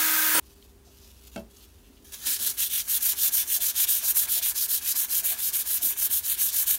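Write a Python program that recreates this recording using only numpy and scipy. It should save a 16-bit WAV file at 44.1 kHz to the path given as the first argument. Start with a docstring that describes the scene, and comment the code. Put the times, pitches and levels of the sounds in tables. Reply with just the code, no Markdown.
"""A small rotary tool whines as it grinds rust off a steel tool head; its burr bites and chatters,
and the sound cuts off. The steel is then set down on a wooden bench, whose modes ring at each knock,
and is rubbed by hand with sandpaper, about seven quick strokes a second. Friction noise is a sum of
tiny grain impacts, so its level follows the speed and pressure of the hand. Behind the bench work
lies the faint rumble and hum of a small workshop."""
import sys
import numpy as np
from scipy import signal
from scipy.fft import rfft, irfft, next_fast_len
from scipy.io import wavfile

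SR = 44100
rng = np.random.default_rng(int(sys.argv[2]) if len(sys.argv) > 2 else 0)


def dump(signal):
    """Clip the signal to [-1, 1] and save it as 16-bit WAV at the path in sys.argv[1]."""
    limited = np.clip(np.atleast_2d(signal).T, -1, 1)
    pcm = np.round(limited * 32767).astype(np.int16)
    wavfile.write(sys.argv[1], SR, pcm)


N = 298998
TIME = np.arange(N) / SR

# room noise: (frequency [Hz], relative density [dB])
ROOM_SPECTRUM = [(20, -30), (32, -20), (45, 1), (65, -0.5), (85, 0.5), (110, -11.5), (170, -14.5),
                 (230, -7.5), (330, -13), (450, -16.5), (540, -21), (1000, -23.5), (2000, -29),
                 (16000, -31.5)]
# hands and steel slide over the bench: (start [s], length [s], level [dB], swell [dB])
SLIDES = [(.42, 0.11, -60.5, 6), (.55, .15, -62, 1), (.845, 0.27, -59, 11), (1.125, .14, -58.5, 5),
          (1.267, 0.013, -48.5, -2), (1.312, 0.087, -52.5, -2), (1.495, 0.15, -57, 7), (1.64, .4, -65, -4)]
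# rustle of that sliding: (frequency [Hz], relative density [dB])
SLIDE_SPECTRUM = [(530, -30), (900, -10), (967, -4), (1040, -11), (2270, -9), (2570, -0.5), (6890, -2),
                  (7960, -5.5), (13500, -1), (16000, -8)]
# the paper is laid on and pressed down: (start [s], length [s], level [dB], swell [dB])
PRESSES = [(2.042, 0.09, -50.5, -2), (2.117, 0.027, -38, 9.5), (2.14, 0.13, -41, 18)]
# crackle of the pressed paper: (frequency [Hz], relative density [dB])
PAPER_SPECTRUM = [(350, -48), (600, -20), (1410, -12), (1640, -7), (2010, -11.5), (2950, -11), (3120, -5.5),
                  (5120, -7), (6370, -2.5), (8050, -9), (9490, -5.5), (16000, -5)]
# scuffs of steel and paper: (time [s], level [dB], centre frequency [Hz], rise time [s])
SCUFFS = [(.625, -48.5, 3400, 0.0011), (.848, -61, 5800, .02), (1.0, -60, 5500, 0.033),
          (1.567, -52, 6050, .0026), (1.605, -59, 4000, 0.0097), (1.831, -67, 3100, 0.027),
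          (1.965, -62, 2900, 0.0087)]
# the steel groans as it shifts on the wood: (time [s], level [dB])
GROANS = [(.86, -67), (3.555, -52.5), (4.02, -57), (4.36, -50.5), (5.22, -52), (5.295, -51.5), (5.8, -54)]
# dull nudges of the hands against the bench: (time [s], level [dB])
NUDGES = [(1.77, -66), (1.865, -54.5), (2.0, -59), (2.255, -52.5), (5.826, -51.5)]
# the steel knocks and rocks on the bench: (time [s], relative level [dB], contact time [s])
KNOCKS = [(1.3605, -33.5, 0.00015), (1.365, -62, 0.00054), (1.377, -37, 0.00033), (2.399, -44.5, 0.0017),
          (3.279, -54, 0.00074), (4.25, -57, 0.00061), (5.851, -52, 0.0015)]
# modes of the bench top with the steel on it: (frequency [Hz], relative level [dB], t60 [s])
BENCH_MODES = [(130, -4.5, .2), (194, -3.5, 0.22), (224, 1.5, 0.28), (301, -3, 0.14), (340, -4, .15),
               (385, -12, .18), (438, -3, .13), (578, -2.5, 0.14), (657, 2.5, 0.14), (720, -10, .14),
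               (794, -3, 0.071), (1364, -6, 0.089), (1540, -2, 0.053), (2215, -6, 0.082), (2676, -5, 0.12),
               (3050, -13, .12), (3220, -12, .09), (4450, -17, .13)]
# whine of shaft and motor: (multiple of the shaft speed, relative level [dB])
WHINE_HARMONICS = [(1, -44.5), (2, -55), (3, -46), (4, -42), (6, -48), (7, -66), (8, -47), (10, -57),
                   (11, -46.5), (12, -55)]
# the burr scraping rust: (frequency [Hz], relative density [dB])
BURR_SPECTRUM = [(40, -22), (100, -20), (400, -20), (1000, -13.5), (1500, -2), (2500, -7), (4000, -7.5),
                 (5000, -8), (6600, -4.5), (7800, -7.5), (9500, -3), (11000, -5.5), (12700, 0.5),
                 (16000, 1)]
# the tool housing: (frequency [Hz], bandwidth [Hz], relative level [dB])
HOUSING_MODES = [(1330, 41, -9), (1580, 46, 8), (1660, 56, 8.5), (2037, 38, 1), (2150, 70, -14),
                 (3420, 50, -16)]
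# steel and bench under the chattering burr: (frequency [Hz], bandwidth [Hz], relative level [dB])
CHATTER_MODES = [(330, 1000, -3), (536, 140, -1.5), (966, 14, 1.5), (1320, 260, 2.5), (2840, 600, 1.5),
                 (4380, 140, -2.5), (8570, 65, 5.5), (9900, 160, 6), (15600, 200, 3)]
# sandpaper strokes: (start [s], push length [s], pull length [s], relative level [dB],
# build-up of pressure over the push, fading again over the pull [dB], coarseness [dB])
STROKES = [(2.246, 0.14, 0.15, -25.5, -5, 10), (2.564, 0.13, 0.147, -24, 0.5, 7),
           (2.868, 0.13, 0.16, -21.5, 4, 2.2), (3.149, 0.16, 0.15, -20, 14, 0.8),
           (3.456, 0.14, 0.14, -21, 10, 2.5), (3.735, 0.13, 0.16, -18.5, 13.5, 1.5),
           (4, 0.14, 0.14, -18, 22.5, -0.5), (4.266, 0.15, 0.12, -22, 1.5, 2),
           (4.538, 0.14, 0.13, -21.8, 4, 2.3), (4.807, 0.14, 0.13, -20.5, 19.5, 1.5),
           (5.075, 0.15, 0.14, -22, 9, -0.5), (5.361, 0.16, 0.13, -22, 11, 0.8),
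           (5.635, 0.17, 0.153, -22, 10, -1.2), (5.953, 0.14, 0.13, -21.5, 11, -3.5),
           (6.218, 0.15, 0.16, -21.0, 10, 0.8), (6.507, 0.15, 0.13, -21, 6, 0)]
# fine grit at full speed: (frequency [Hz], relative density [dB])
HISS_SPECTRUM = [(1500, -60), (3000, -44), (5000, -33.5), (6700, -7), (7700, -12), (9000, -4.5),
                 (9900, -3.5), (10450, -9.5), (11000, -0.5), (12000, 0.5), (14000, 0), (16000, -2)]
# coarser rasp of paper on steel: (frequency [Hz], relative density [dB])
RASP_SPECTRUM = [(150, -23), (520, -23.5), (800, -40.5), (1300, -15.5), (1700, -6.5), (2050, -10.5),
                 (3100, 0.5), (4000, 1), (4900, -1.5), (5900, 2.5), (7700, 0), (10000, 3), (16000, -1.5)]
# broad resonances of the sandpaper sheet: (frequency [Hz], bandwidth [Hz])
SHEET_MODES = [(2300, 850), (3500, 810), (5000, 1250), (6600, 1560)]
# the steel, set ringing by the paper: (frequency [Hz], bandwidth [Hz], relative level [dB])
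STEEL_MODES = [(640, 64, -10.5), (980, 170, -3.5), (1149, 94, -4), (1606, 290, 3), (1703, 64, 3),
               (2260, 470, 1.5)]

BITE_S, CUT_S = .344, .3972  # the burr bites; the grinding cuts off


def amp(db):
    """Amplitude grows tenfold for every 20 dB."""
    return 10 ** (np.asarray(db) / 20)


def unit(x):
    """Normalisation to rms 1."""
    return x / np.sqrt(np.mean(x ** 2) + 1e-20)


def add(mix, s, sound):
    """Superposition: a sound joins the mix at time s."""
    part = mix[round(s * SR):][:len(sound)]
    part += sound[:len(part)]


def colour(x, spectrum):
    """Spectral shaping: each frequency of x is weighted by the spectrum, at rms 1."""
    hz, db = np.transpose(spectrum)
    gain_db = np.interp(np.log(np.fft.rfftfreq(N, 1 / SR) + 1), np.log(hz), db)
    return unit(irfft(rfft(x) * amp(gain_db), N))


def wander(rate_hz, step=16):
    """Low-passed noise: a smooth random fluctuation, at rms 1."""
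    t = np.arange(next_fast_len(N // step + 2)) * step / SR
    lowpass = np.exp(-(np.fft.rfftfreq(len(t), step / SR) / rate_hz) ** 2)
    smooth = irfft(rfft(rng.standard_normal(len(t))) * lowpass, len(t))
    return np.interp(TIME, t, unit(smooth))


def resonate(x, hz, width_hz):
    """Forced response of one damped resonator, at rms 1."""
    quality = hz / min(width_hz, .4 * SR)
    return unit(signal.lfilter(*signal.iirpeak(min(hz, .45 * SR), quality, SR), x))


def body(force, modes, polarity=1):
    """Modal superposition, at rms 1; polarity -1 alternates the signs of the modes."""
    return unit(sum(polarity ** k * amp(db) * resonate(force, hz, width)
                    for k, (hz, width, db) in enumerate(modes)))


def grit(per_s, spread_db, bed):
    """Shot noise: clicks of grains of uneven size over a bed of countless tiny ones."""
    size = amp(spread_db * np.minimum(rng.exponential(1, N), 4))
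    clicks = size * rng.choice([-1, 1], N) * (rng.random(N) < per_s / SR)
    return unit(unit(clicks) + bed * rng.standard_normal(N))


def room_noise():
    """Noise floor: a low rumble, a wavering drone that fades and swells once, and a faint hum."""
    swell_db = 9 * np.exp(-((TIME - 1.36) / .21) ** 2)
    drone_db = -56 - 4.3 * TIME + swell_db
    drone_hz = 62 + 1.27 * wander(9.5)
    drone = amp(drone_db) * np.sqrt(2) * np.sin(2 * np.pi * np.cumsum(drone_hz) / SR)
    hum = amp(-66 + 3.4 * wander(13)) * np.sin(2 * np.pi * 400 * TIME)
    return amp(-56.5) * colour(rng.standard_normal(N), ROOM_SPECTRUM) + drone + hum


def workshop(x, wet_db, t60):
    """Reverberation: close reflections from bench and walls decay exponentially."""
    t = TIME[:SR // 2]
    arrivals = rng.choice([-1, 1], len(t)) * (rng.random(len(t)) < 2500 / SR)
    echoes = arrivals * (t > .003) * amp(-60 * t / t60)
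    return x + amp(wet_db) * signal.fftconvolve(x, echoes / np.linalg.norm(echoes))[:N]


def hand_echoes(x, share, count=10):
    """Comb filtering: early echoes off the moving hands come and go, shifting the colour."""
    out = x.copy()
    for delay_s in rng.uniform(.0002, .003, count):
        out += share * wander(6) * np.roll(x, round(delay_s * SR))
    return out / np.sqrt(1 + count * share ** 2)


def rub_envelope(rows, attack_s=.0052, release_s=.017):
    """Incoherent sources add in power: each rub sets in, swells or eases, and dies away."""
    out = np.zeros(N)
    for start, length, db, swell_db in rows:
        t = TIME - start
        held = amp(db + swell_db * (np.clip(t / length, 0, 1) - .5))
        release = np.exp(-np.maximum(t - length, 0) / release_s)
        out = np.hypot(out, np.clip(t / attack_s, 0, 1) * held * release)
    return out


def scuff(hz, width_hz, rise_s):
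    """Resonant filtering: a brief rub swells and fades in one band of noise."""
    t = TIME[:SR // 4]
    rub = resonate(resonate(rng.standard_normal(len(t)), hz, width_hz), hz, width_hz)
    return rub * t / rise_s * np.exp(1 - t / rise_s)


def handling():
    """Light friction: hands and steel slide, scuff, groan and nudge; pressed paper crackles."""
    sliding = rub_envelope(SLIDES) * amp(1.3 * wander(45))
    rustle = colour(grit(per_s=2000, spread_db=3.5, bed=.75), SLIDE_SPECTRUM)
    crackle = colour(grit(per_s=2100, spread_db=-.5, bed=.98), PAPER_SPECTRUM)
    out = hand_echoes(sliding * rustle + rub_envelope(PRESSES) * crackle, share=.18)
    for s, db, hz, rise_s in SCUFFS:
        add(out, s, amp(db) * scuff(hz, .52 * hz, rise_s))
    for s, db in GROANS:
        add(out, s, amp(db) * scuff(hz=672, width_hz=127, rise_s=.019))
    for s, db in NUDGES:
        add(out, s, amp(db) * scuff(hz=275, width_hz=120, rise_s=.022))
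    return out


def knocks():
    """Impact excitation: blows ring the bench top; a longer contact leaves only the low modes."""
    out, t = np.zeros(N), TIME[:SR // 2]
    for s, db, contact_s in KNOCKS:
        lowpass = lambda hz: 1 / np.hypot(1, 2 * hz * contact_s)
        ring = sum(amp(mode_db - 60 * t / t60) * lowpass(hz) * np.sin(2 * np.pi * (hz * t + rng.random()))
                   for hz, mode_db, t60 in BENCH_MODES)
        noise = rng.standard_normal(len(t))
        thud = amp(-9 - 60 * t / .27) * resonate(resonate(noise, 330, 650), 330, 650) * lowpass(450)
        crack = amp(2 - 60 * t / .025) * resonate(noise, 3000, 3300) * lowpass(3000)
        onset = 1 - np.exp(-t / contact_s)
        add(out, s, amp(db - 2.5) * (ring + thud + crack) * onset)
    return out


def rotary_tool():
    """Rotational modulation: the shaft whines; the burr scrapes once a turn and chatters as it bites."""
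    shaft_hz = (315.3 - 3.2 * TIME) * (1 + .0008 * wander(40))
    angle = 2 * np.pi * np.cumsum(shaft_hz) / SR
    whine = sum(amp(db) * np.sqrt(2) * np.cos(k * angle + 2 * np.pi * rng.random())
                for k, db in WHINE_HARMONICS)
    contact = amp(np.cos(angle) + .47 * wander(250))
    scrape = amp(-20) * colour(contact * grit(per_s=5900, spread_db=-.5, bed=1.4), BURR_SPECTRUM)
    housing = amp(-33) * body(contact * grit(per_s=1700, spread_db=-3, bed=.75), HOUSING_MODES)
    blows = amp(9.7 * np.cos(angle)) * (rng.standard_normal(N) + .76)
    chatter = amp(-22.5) * body(blows - blows.mean(), CHATTER_MODES)
    biting_s = np.minimum(TIME, CUT_S) - BITE_S
    bite = np.clip(biting_s / .003, 0, 1) * (.8 + 2.8 * biting_s)
    return amp(.1) * (whine + scrape + housing) + bite * chatter


def flexing_sheet(x):
    """Time-varying resonance: as the sheet flexes, each mode swells and fades on its own."""
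    widest_hz = SHEET_MODES[-1][1]
    modes = sum(wander(12) * resonate(x, hz, w) * np.sqrt(w / widest_hz) for hz, w in SHEET_MODES)
    return unit(x + .11 * modes)


def stroke_envelope(speed_power, build_share, coarse_share):
    """Friction noise grows with pressure and as a power of the hand's speed."""
    out = np.zeros(N)
    overlap_s, pull_db = .005, -.2  # the pull follows without a pause, nearly as loud
    for start, push_s, pull_s, db, build_db, coarse_db in STROKES:
        push = start, push_s, 0, build_db, (1, 0)  # from the near end to the far end
        pull = start + push_s - overlap_s, pull_s, pull_db, .62 * build_db, (0, 1)  # more even pressure
        for s, length, extra_db, light_db, path in (push, pull):
            nearness = np.linspace(*path, round(length * SR))
            speed = np.tanh(2.87 * np.sin(np.pi * nearness) ** 2)  # soon reaches full speed
            pressure_db = db + extra_db - build_share * light_db * nearness ** 2
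            add(out, s, amp(pressure_db + coarse_share * coarse_db) * speed ** speed_power)
    return out


def sanding():
    """Abrasion: grains hiss at speed, rasp from the first motion and set the steel ringing."""
    hiss = amp(.66) * stroke_envelope(speed_power=1.35, build_share=1, coarse_share=-.3)
    rasp = amp(-8) * stroke_envelope(speed_power=.59, build_share=.56, coarse_share=.55)
    drag = amp(-29.5) * stroke_envelope(speed_power=.14, build_share=.14, coarse_share=0)
    sanded_s = np.maximum(TIME - STROKES[0][0], 0)
    touching = np.clip(sanded_s / .016, 0, 1)
    creep = amp(-47) * touching  # the paper never quite rests at the turns
    stick_slip = amp(1.1 * wander(60) + .75 * wander(500))  # it catches on the rough rust
    fine = colour(grit(per_s=7000, spread_db=0, bed=1.8), HISS_SPECTRUM)
    coarse = flexing_sheet(colour(grit(per_s=2500, spread_db=-.5, bed=1), RASP_SPECTRUM))
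    paper = np.hypot(hiss, 1.4 * creep) * fine + np.hypot(rasp, 1.13 * creep) * coarse
    ring = body(grit(per_s=900, spread_db=4, bed=.85), STEEL_MODES, polarity=-1)
    snag = amp(2 * wander(23))
    fresh = amp(10 * np.exp(-sanded_s / .08))  # fresh grit drags harder, then dulls
    drive = np.hypot(drag, amp(-59.5))  # even slow grains keep the steel ringing
    steel = touching * snag * fresh * drive * ring
    return stick_slip * (hand_echoes(paper, share=.065) + steel)


def scene():
    """The grinding cuts straight to the bench work; equal channels place both in the centre."""
    grinding = np.exp(-np.maximum(TIME - CUT_S, 0) / .0007)
    bench = workshop(sanding() + handling() + knocks(), wet_db=-18, t60=.2) + room_noise()
    mono = grinding * rotary_tool() + (1 - grinding) * bench
    return np.array([mono, mono])


def record(dry):
    """Band limiting: a steep low-pass removes the treble above 15.8 kHz."""
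    lowpass = signal.firwin(801, 15800, window=("kaiser", 8), fs=SR)
    return signal.oaconvolve(dry, lowpass[None], "same")


dry = scene()
out = record(dry)
dump(out)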